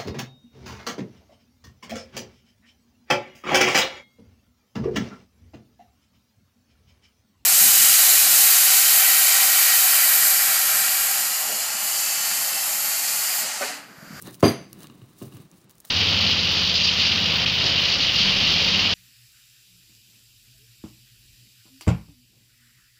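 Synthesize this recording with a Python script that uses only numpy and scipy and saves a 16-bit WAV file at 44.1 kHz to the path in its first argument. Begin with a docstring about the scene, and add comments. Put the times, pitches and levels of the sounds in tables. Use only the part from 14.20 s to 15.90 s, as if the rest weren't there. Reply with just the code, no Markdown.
"""Braided rope on a wooden table

Hands loop a braided rope over a table in a small room, close to the microphone. The braid hisses through
the fingers, rumbles over the wood and rasps on itself, all as coloured noise with tiny random slips; its
fibres tick as short noise snaps. An early hard bump cracks, rings the table's modes and rattles a piece of
steel, which rings as struck modes with a noisy clatter; later the rope drops softly on the wood.
"""
import sys
import numpy as np
from scipy import signal
from scipy.fft import rfft, irfft
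from scipy.io import wavfile

SR = 44100
rng = np.random.default_rng(int(sys.argv[2]) if len(sys.argv) > 2 else 0)


def wrap_up_sound(samples):
    """Save the sound to the file named by the first command line argument, as 16-bit audio."""
    columns = np.atleast_2d(samples).T
    # keep every value between -1 and 1, then stretch to whole-number steps
    tamed = np.clip(columns, -1, 1)
    steps = np.round(tamed * 32767).astype(np.int16)
    wavfile.write(sys.argv[1], SR, steps)


N = 74970
TIME = np.arange(N) / SR
CUTOFF_HZ = 15900  # top of the whole sound


def from_db(db):
    """Decibels to gain."""
    return 10 ** (np.asarray(db) / 20)


def rms_one(x):
    """Scale to unit rms."""
    return x / np.sqrt(np.mean(x ** 2) + 1e-20)


def level(points):
    """Gain over time, drawn straight in dB between (time [s], level [dB]) points."""
    return from_db(np.interp(TIME, *np.transpose(points)))


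def at_hz(rows, hz, column=1):
    """Read one column of a table on a log-frequency axis."""
    rows = np.array(rows)
    return np.interp(np.log(hz + 1e-9), np.log(rows[:, 0]), rows[:, column])


def coloured(x, colour):
    """Shape the spectrum of a steady signal; unit rms."""
    gain = from_db(at_hz(colour, np.fft.rfftfreq(N, 1 / SR)))
    return rms_one(irfft(rfft(x) * gain, N))


def cut(x, hz, kind, order=2):
    """Butterworth filter."""
    edge = np.clip(hz, 10, .47 * SR)
    return signal.sosfilt(signal.butter(order, edge, kind, fs=SR, output="sos"), x + 1e-18)


def dying(t60):
    """Exponential decay, 60 dB down after t60 seconds."""
    return np.exp(-np.log(1000) * TIME / t60)


def add(out, s, sound):
    """Mix a sound in from time s."""
    start = max(int(s * SR), 0)
    out[start:] += sound[:N - start]


def ringing(modes):
    """Struck modes, each a dying sine."""
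    return sum(from_db(db) * dying(t60) * np.sin(2 * np.pi * hz * TIME) for hz, db, t60 in modes)


def dense_ring(rows, count=36):
    """Modes too close to tell apart: noise bands, each dying at its own rate; starts at unit rms."""
    edges = np.geomspace(rows[0][0], CUTOFF_HZ, count + 1)
    white = rng.standard_normal((2, N))  # neighbouring bands take turns
    out, steady = np.zeros(N), np.zeros(N)
    for k, (low, high) in enumerate(zip(edges, edges[1:])):
        hz = np.sqrt(low * high)
        band = cut(white[k % 2], [low, high], "band") * from_db(at_hz(rows, hz))
        out += band * dying(at_hz(rows, hz, column=2))
        steady += band
    return out / np.std(steady)


GRAIN_SPREAD_DB = 3.0  # scale of the random boost in slip size


def friction(slips_per_s, smooth):
    """Tiny slips of uneven size, at unit rms, on a bed of smooth rubbing noise."""
    boost = np.minimum(rng.exponential(1, N), 5)
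    sizes = from_db(GRAIN_SPREAD_DB * boost) * rng.choice([-1, 1], N)
    slips = sizes * (rng.random(N) < slips_per_s / SR)
    return rms_one(slips) + smooth * rng.standard_normal(N)


# quiet room spectrum: (frequency [Hz], relative density [dB per Hz])
ROOM_COLOUR = [(25, 0), (45, 6.5), (80, 1), (170, 2.5), (400, -3.5), (1000, -10), (3000, -15.5),
               (8000, -20), (16000, -43.5)]
ROOM_DB = -63


def quiet_room():
    """A steady noise bed, weighted to the bass, under everything."""
    return from_db(ROOM_DB) * coloured(rng.standard_normal(N), ROOM_COLOUR)


FLICKER_DB, FLICKER_HZ = 2.04, 35  # rms swing; upper edge of its rate


def flicker():
    """A gain that wavers at random."""
    wander = cut(rng.standard_normal(2 * N), FLICKER_HZ, "low")[N:]  # skip the filter's start
    return from_db(FLICKER_DB * rms_one(wander))


# braid sliding through the fingers: (time [s], level [dB])
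SLIDE_LEVEL = [(0, -56.5), (.03, -51.5), (.075, -49), (.12, -54.5), (.153, -46.5), (.165, -58),
               (.19, -61.5), (.203, -50), (.3, -73), (.5, -61.5), (.585, -57.5), (.625, -48), (.66, -56.5),
               (.72, -61), (.8, -62), (.96, -61.5), (.995, -50), (1.035, -48.5), (1.065, -53.5),
               (1.1, -60.5), (1.125, -55.5), (1.168, -53.5), (1.19, -57), (1.215, -56), (1.29, -66),
               (1.36, -59.5), (1.44, -62.5), (1.48, -80), (1.503, -52.5), (1.53, -62), (1.64, -63.5),
               (1.652, -51.5), (1.67, -53.5), (1.7, -52)]
# spectrum of the slide: (frequency [Hz], relative density [dB per Hz])
SLIDE_SPECTRUM = [(500, -1), (1200, 4.5), (2400, -1.5), (2850, 4.5), (3300, 2), (3950, 6.5), (4400, 5.5),
                  (7500, 3.5), (9500, 8), (12000, 2), (15500, 8.5)]
SLIDE_SLIPS_PER_S, SLIDE_SMOOTH = 5000, .7
SHEEN_FROM_HZ, SHEEN_SWING = 4500, 1.2  # above this the hiss swings wider, by this power
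SHEEN_EVEN_DB = -50.5  # slide level at which the sheen is neither raised nor lowered


def finger_slide():
    """Dense slips hiss in the fingers, brighter when louder; each register wavers on its own."""
    pull = level(SLIDE_LEVEL)
    hiss = coloured(friction(SLIDE_SLIPS_PER_S, SLIDE_SMOOTH), SLIDE_SPECTRUM)
    body = cut(hiss, SHEEN_FROM_HZ, "low", order=3)
    extra_swing = (pull / from_db(SHEEN_EVEN_DB)) ** (SHEEN_SWING - 1)
    sheen = extra_swing * cut(hiss, SHEEN_FROM_HZ, "high", order=3)
    return pull * (flicker() * body + flicker() * sheen)


# rope dragging over the wood: (time [s], level [dB])
DRAG_LEVEL = [(0, -58.5), (.035, -46.5), (.085, -43), (.13, -50), (.19, -53.5), (.42, -44.5), (.5, -53.5),
              (.55, -47.5), (.64, -47), (.72, -50), (.79, -53), (.9, -55.5), (.99, -56), (1.09, -50),
              (1.125, -49.5), (1.18, -46), (1.23, -50), (1.3, -63), (1.335, -48.5), (1.4, -64.5),
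              (1.445, -55), (1.52, -62.5), (1.6, -68), (1.7, -90.5)]
# spectrum of the drag: (frequency [Hz], relative density [dB per Hz])
DRAG_SPECTRUM = [(40, -22.5), (75, -11.5), (130, 1.5), (190, 2.5), (250, -5), (330, -2.5), (470, -15.5),
                 (900, -24), (1150, -15.5), (1400, -28), (2500, -27), (2850, -23.5), (3300, -31.5),
                 (3900, -23), (4700, -42.5), (10000, -44)]
DRAG_SLIPS_PER_S, DRAG_SMOOTH = 900, 1


def wood_drag():
    """Sparser slips and rubbing noise, coloured low, rumble over the table top."""
    return level(DRAG_LEVEL) * coloured(friction(DRAG_SLIPS_PER_S, DRAG_SMOOTH), DRAG_SPECTRUM)


# fibres snap past each other: (time [s], relative level [dB], lower edge [Hz])
FIBRE_SNAPS = [(0.0168, -27.5, 7100), (0.0231, -19.5, 6600), (0.0516, -34, 6000), (0.074, -30.5, 2000),
               (.109, -36, 6760), (0.1441, -29.5, 2900), (0.2062, -28.5, 2580), (0.5302, -23, 4640),
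               (.6054, -33, 4000), (0.6321, -28, 3840), (.6707, -30.5, 3020), (0.699, -44, 1480),
               (0.8184, -70, 1480), (0.9357, -45, 5000), (1.0836, -43, 7000), (1.1695, -36, 3000),
               (1.2144, -47, 5000), (1.3147, -37, 4040), (1.415, -47, 4450), (1.4435, -45, 4463),
               (1.4959, -37, 5050), (1.5052, -42, 7100), (1.5101, -35, 7200), (1.554, -41.5, 6150),
               (1.5822, -37.5, 5020), (1.6027, -30, 6550), (1.6064, -35.5, 6530), (1.651, -27, 5050),
               (1.6564, -32, 4950)]
TICK_GAIN_DB = 6.5  # on every snap, after scaling to unit energy
TICK_T60_S, TICK_ROOM_DB, TICK_ROOM_T60_S = .005, -39.5, 0.16


def fibre_ticks():
    """Very short bright snaps with a faint room tail."""
    out = np.zeros(N)
    decay = dying(TICK_T60_S) + from_db(TICK_ROOM_DB) * dying(TICK_ROOM_T60_S)
    for s, db, edge_hz in FIBRE_SNAPS:
        snap = cut(rng.standard_normal(N) * decay, edge_hz, "high")
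        snap = cut(snap, 3.66 * edge_hz, "low", order=1)
        add(out, s, from_db(db + TICK_GAIN_DB) * snap / np.linalg.norm(snap))
    return out


# rope and fingers land on the wood: (time [s], level [dB], thud pitch [Hz])
SOFT_LANDINGS = [(0.021, -35, 165), (.0765, -30.5, 380), (.105, -39, 122.4), (0.53, -37, 193),
                 (0.584, -38.5, 207), (.699, -37.5, 223), (0.817, -31.5, 126), (1.0148, -40, 920),
                 (1.0164, -26.5, 277), (1.0185, -24.5, 121), (1.025, -25, 334), (1.042, -36, 130),
                 (1.064, -31.5, 143), (1.146, -34, 123), (1.19, -35.5, 124), (1.44, -43, 154.2),
                 (1.548, -51, 160)]
# the hard bump and its rebounds: (time [s], level [dB], thud pitch [Hz])
HARD_BUMP = [(0.2283, -12.5, 1190), (0.2311, 2, 507), (.2353, -21, 1210), (0.243, -10.5, 394),
             (0.2577, -12.5, 413), (0.2671, -14, 447), (0.2782, -35, 297), (0.2887, -15, 330)]
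# modes of the table top: (frequency [Hz], relative level [dB], t60 [s])
TOP_MODES = [(110.8, -17.5, 0.23), (131.7, -16.5, 0.31), (162.4, -17, 0.2), (184.8, -12.5, 0.13),
             (226.8, -12.5, 0.2), (265.9, -18, .24), (308.4, -11, .18), (341.4, -18.5, 0.22),
             (387.7, -11.5, 0.27), (411.2, -19, 0.21), (486, -26, .2), (517.8, -24.5, .16),
             (576.6, -17.5, .22), (657.3, -20, .18), (676, -24, 0.27), (1079, -5.5, 0.026)]
# dense upper modes of the wood and the room behind: (frequency [Hz], relative density [dB per Hz], t60 [s])
WOOD_AND_ROOM = [(43.72, -22, .5), (112.4, 4.5, 0.28), (298, -5, .3), (600, -3.5, 0.36), (800, -6, 0.34),
                 (1100, -6, 0.34), (2500, 0.5, 0.3), (3990, 1, 0.12), (7800, -12, .24), (16000, -13, .2)]
# light hard taps of the rope on the wood: (time [s], level [dB])
LIGHT_TAPS = [(0.0736, -41.5), (.612, -47.5), (0.6439, -42), (.6995, -45.5), (.8172, -49), (1.0216, -44.5),
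              (1.124, -47.5), (1.169, -48.5)]
# what a light tap rings: (frequency [Hz], relative level [dB], t60 [s])
TAP_RING = [(1135, -11, 0.093), (1237, -7.5, 0.033), (1670, -11, 0.036), (2814, -3.5, 0.032),
            (2935, -12, 0.042), (3770, -8, 0.031), (3884, -24, 0.048), (5200, -16, 0.0079)]
TOP_MODES_DB, WOOD_AND_ROOM_DB = -2, -8
SOFT_RING_DB = -4.5  # the rope damps the top as it lands
THUD_CYCLES, THUD_DB = 9, -2  # cycles to fall 60 dB; level beside the ring
THUD_LOW_SHARE, CONTACT_BRIGHTNESS = .45, 1.7  # thud's lower edge, contact's upper edge, over the pitch
TABLE_LOW_HZ = 97.2


def table():
    """Each contact is a short damped thud that rings the same top, duller where its pitch is lower."""
    body = from_db(TOP_MODES_DB) * ringing(TOP_MODES)
    body = body + from_db(WOOD_AND_ROOM_DB) * dense_ring(WOOD_AND_ROOM)
    out = np.zeros(N)
    for contacts, ring_db in (SOFT_LANDINGS, SOFT_RING_DB), (HARD_BUMP, 0):
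        for s, db, hz in contacts:
            thud = ringing([(hz, THUD_DB, THUD_CYCLES / hz)])
            thud = cut(thud, THUD_LOW_SHARE * hz, "high", order=1)
            contact = cut(from_db(ring_db) * body + thud, CONTACT_BRIGHTNESS * hz, "low")
            add(out, s, from_db(db) * contact)
    tap = ringing(TAP_RING)
    for s, db in LIGHT_TAPS:
        add(out, s, from_db(db) * tap)
    return cut(out, TABLE_LOW_HZ, "high", order=6)


# braid rasping over braid: (time of the middle [s], width [s], level [dB])
RASP_STROKES = [(0.086, 0.023, -47), (0.633, 0.026, -57), (1.167, 0.0076, -64), (1.653, 0.006, -56)]
# spectrum of the rasp: (frequency [Hz], relative density [dB per Hz])
RASP_SPECTRUM = [(200, -27), (600, 16.5), (1100, 9), (1800, 13.5), (3000, -6), (3800, 14), (6000, -9),
                 (12000, -32)]
RASP_SLIPS_PER_S, RASP_SMOOTH = 900, 0.44


def braid_rasps():
    """Slips of braid on braid swell and fade in short bell-shaped strokes."""
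    strokes = sum(from_db(db) * np.exp(-.5 * ((TIME - s) / width) ** 2) for s, width, db in RASP_STROKES)
    return strokes * coloured(friction(RASP_SLIPS_PER_S, RASP_SMOOTH), RASP_SPECTRUM)


# sharp cracks at the start of the bump: (time [s], level [dB])
BUMP_CRACKS = [(0.2265, -33), (0.2356, -36.5)]
CRACK_HZ, CRACK_T60_S = 1800, .09  # lower edge; decay


def cracks():
    """The first hard touches of the bump spray short bright bursts of noise."""
    out = np.zeros(N)
    for s, db in BUMP_CRACKS:
        burst = cut(rng.standard_normal(N), CRACK_HZ, "high")
        burst = cut(burst, 2 * CRACK_HZ, "low", order=1)
        add(out, s, from_db(db) * rms_one(burst) * dying(CRACK_T60_S))
    return out


# the steel bounces: (time [s], level [dB], tilt above the first mode [dB per octave])
STEEL_TOUCHES = [(.2355, -33, -1), (.2416, -23, -10), (.2526, -20.5, -6), (.2592, -27, -1.5),
                 (.2808, -22, -8), (0.2945, -38.5, 5)]
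# modes of the steel: (frequency [Hz], relative level [dB], t60 [s])
STEEL_RING = [(4692, -17, .22), (4771, 0, .42), (4876, -18, .25), (6110, -15, .3), (6232, -9, .36),
              (6352, -16, .3), (8594, -23, .2), (9221, -11, .25), (9383, -10, .27), (10228, -19, .42),
              (11540, -9, .14), (12486, -13, .17), (13290, -20, .12), (14530, -17, .13), (15620, -21, .12)]
# clatter of the steel and its echo in the room: (frequency [Hz], relative density [dB per Hz], t60 [s])
STEEL_CLATTER = [(996, -3.5, 0.33), (2012, 1, 0.49), (4300, 3.5, 0.23), (4860, -3.5, 0.65),
                 (5460, -21.5, .3), (6170, 1.5, 0.46), (6852, -9.5, 0.16), (9600, -7.5, .24),
                 (10500, -14, 0.39), (13000, -15, .22), (16000, -17, .2)]
CLATTER_DB = -12
STEEL_CHOKE_S, STEEL_KEPT_DB = .002, -22.5  # choking time constant; what survives the next touch


def steel():
    """The steel rings freely between touches; each chokes it, strikes it anew and clatters into the room."""
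    out = np.zeros(N)
    clatter = from_db(CLATTER_DB) * dense_ring(STEEL_CLATTER, count=48)
    next_touch = [row[0] for row in STEEL_TOUCHES[1:]] + [N / SR]
    first_hz = STEEL_RING[0][0]
    for (s, db, tilt), end in zip(STEEL_TOUCHES, next_touch):
        modes = [(hz, mode_db + tilt * np.log2(hz / first_hz), t60) for hz, mode_db, t60 in STEEL_RING]
        choke = np.exp(-np.maximum(TIME - (end - s), 0) / STEEL_CHOKE_S)
        free = np.maximum(choke, from_db(STEEL_KEPT_DB))
        add(out, s, from_db(db) * (ringing(modes) * free + clatter))
    return out


def scene():
    """Rope, table and steel over the quiet room."""
    rope = finger_slide() + wood_drag() + fibre_ticks() + braid_rasps()
    bump = table() + cracks() + steel()
    return (quiet_room() + rope + bump)[None]


MIC_LOW_HZ = 54.6


def record(dry):
    """The highest peaks are rounded; the deep bass and the top are cut."""
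    rounded = 1.1 * np.tanh(dry / 1.1)
    top_cut = signal.ellip(10, .2, 70, CUTOFF_HZ, fs=SR, output="sos")
    return signal.sosfilt(top_cut, cut(rounded, MIC_LOW_HZ, "high"))


dry = scene()
out = record(dry)
wrap_up_sound(out)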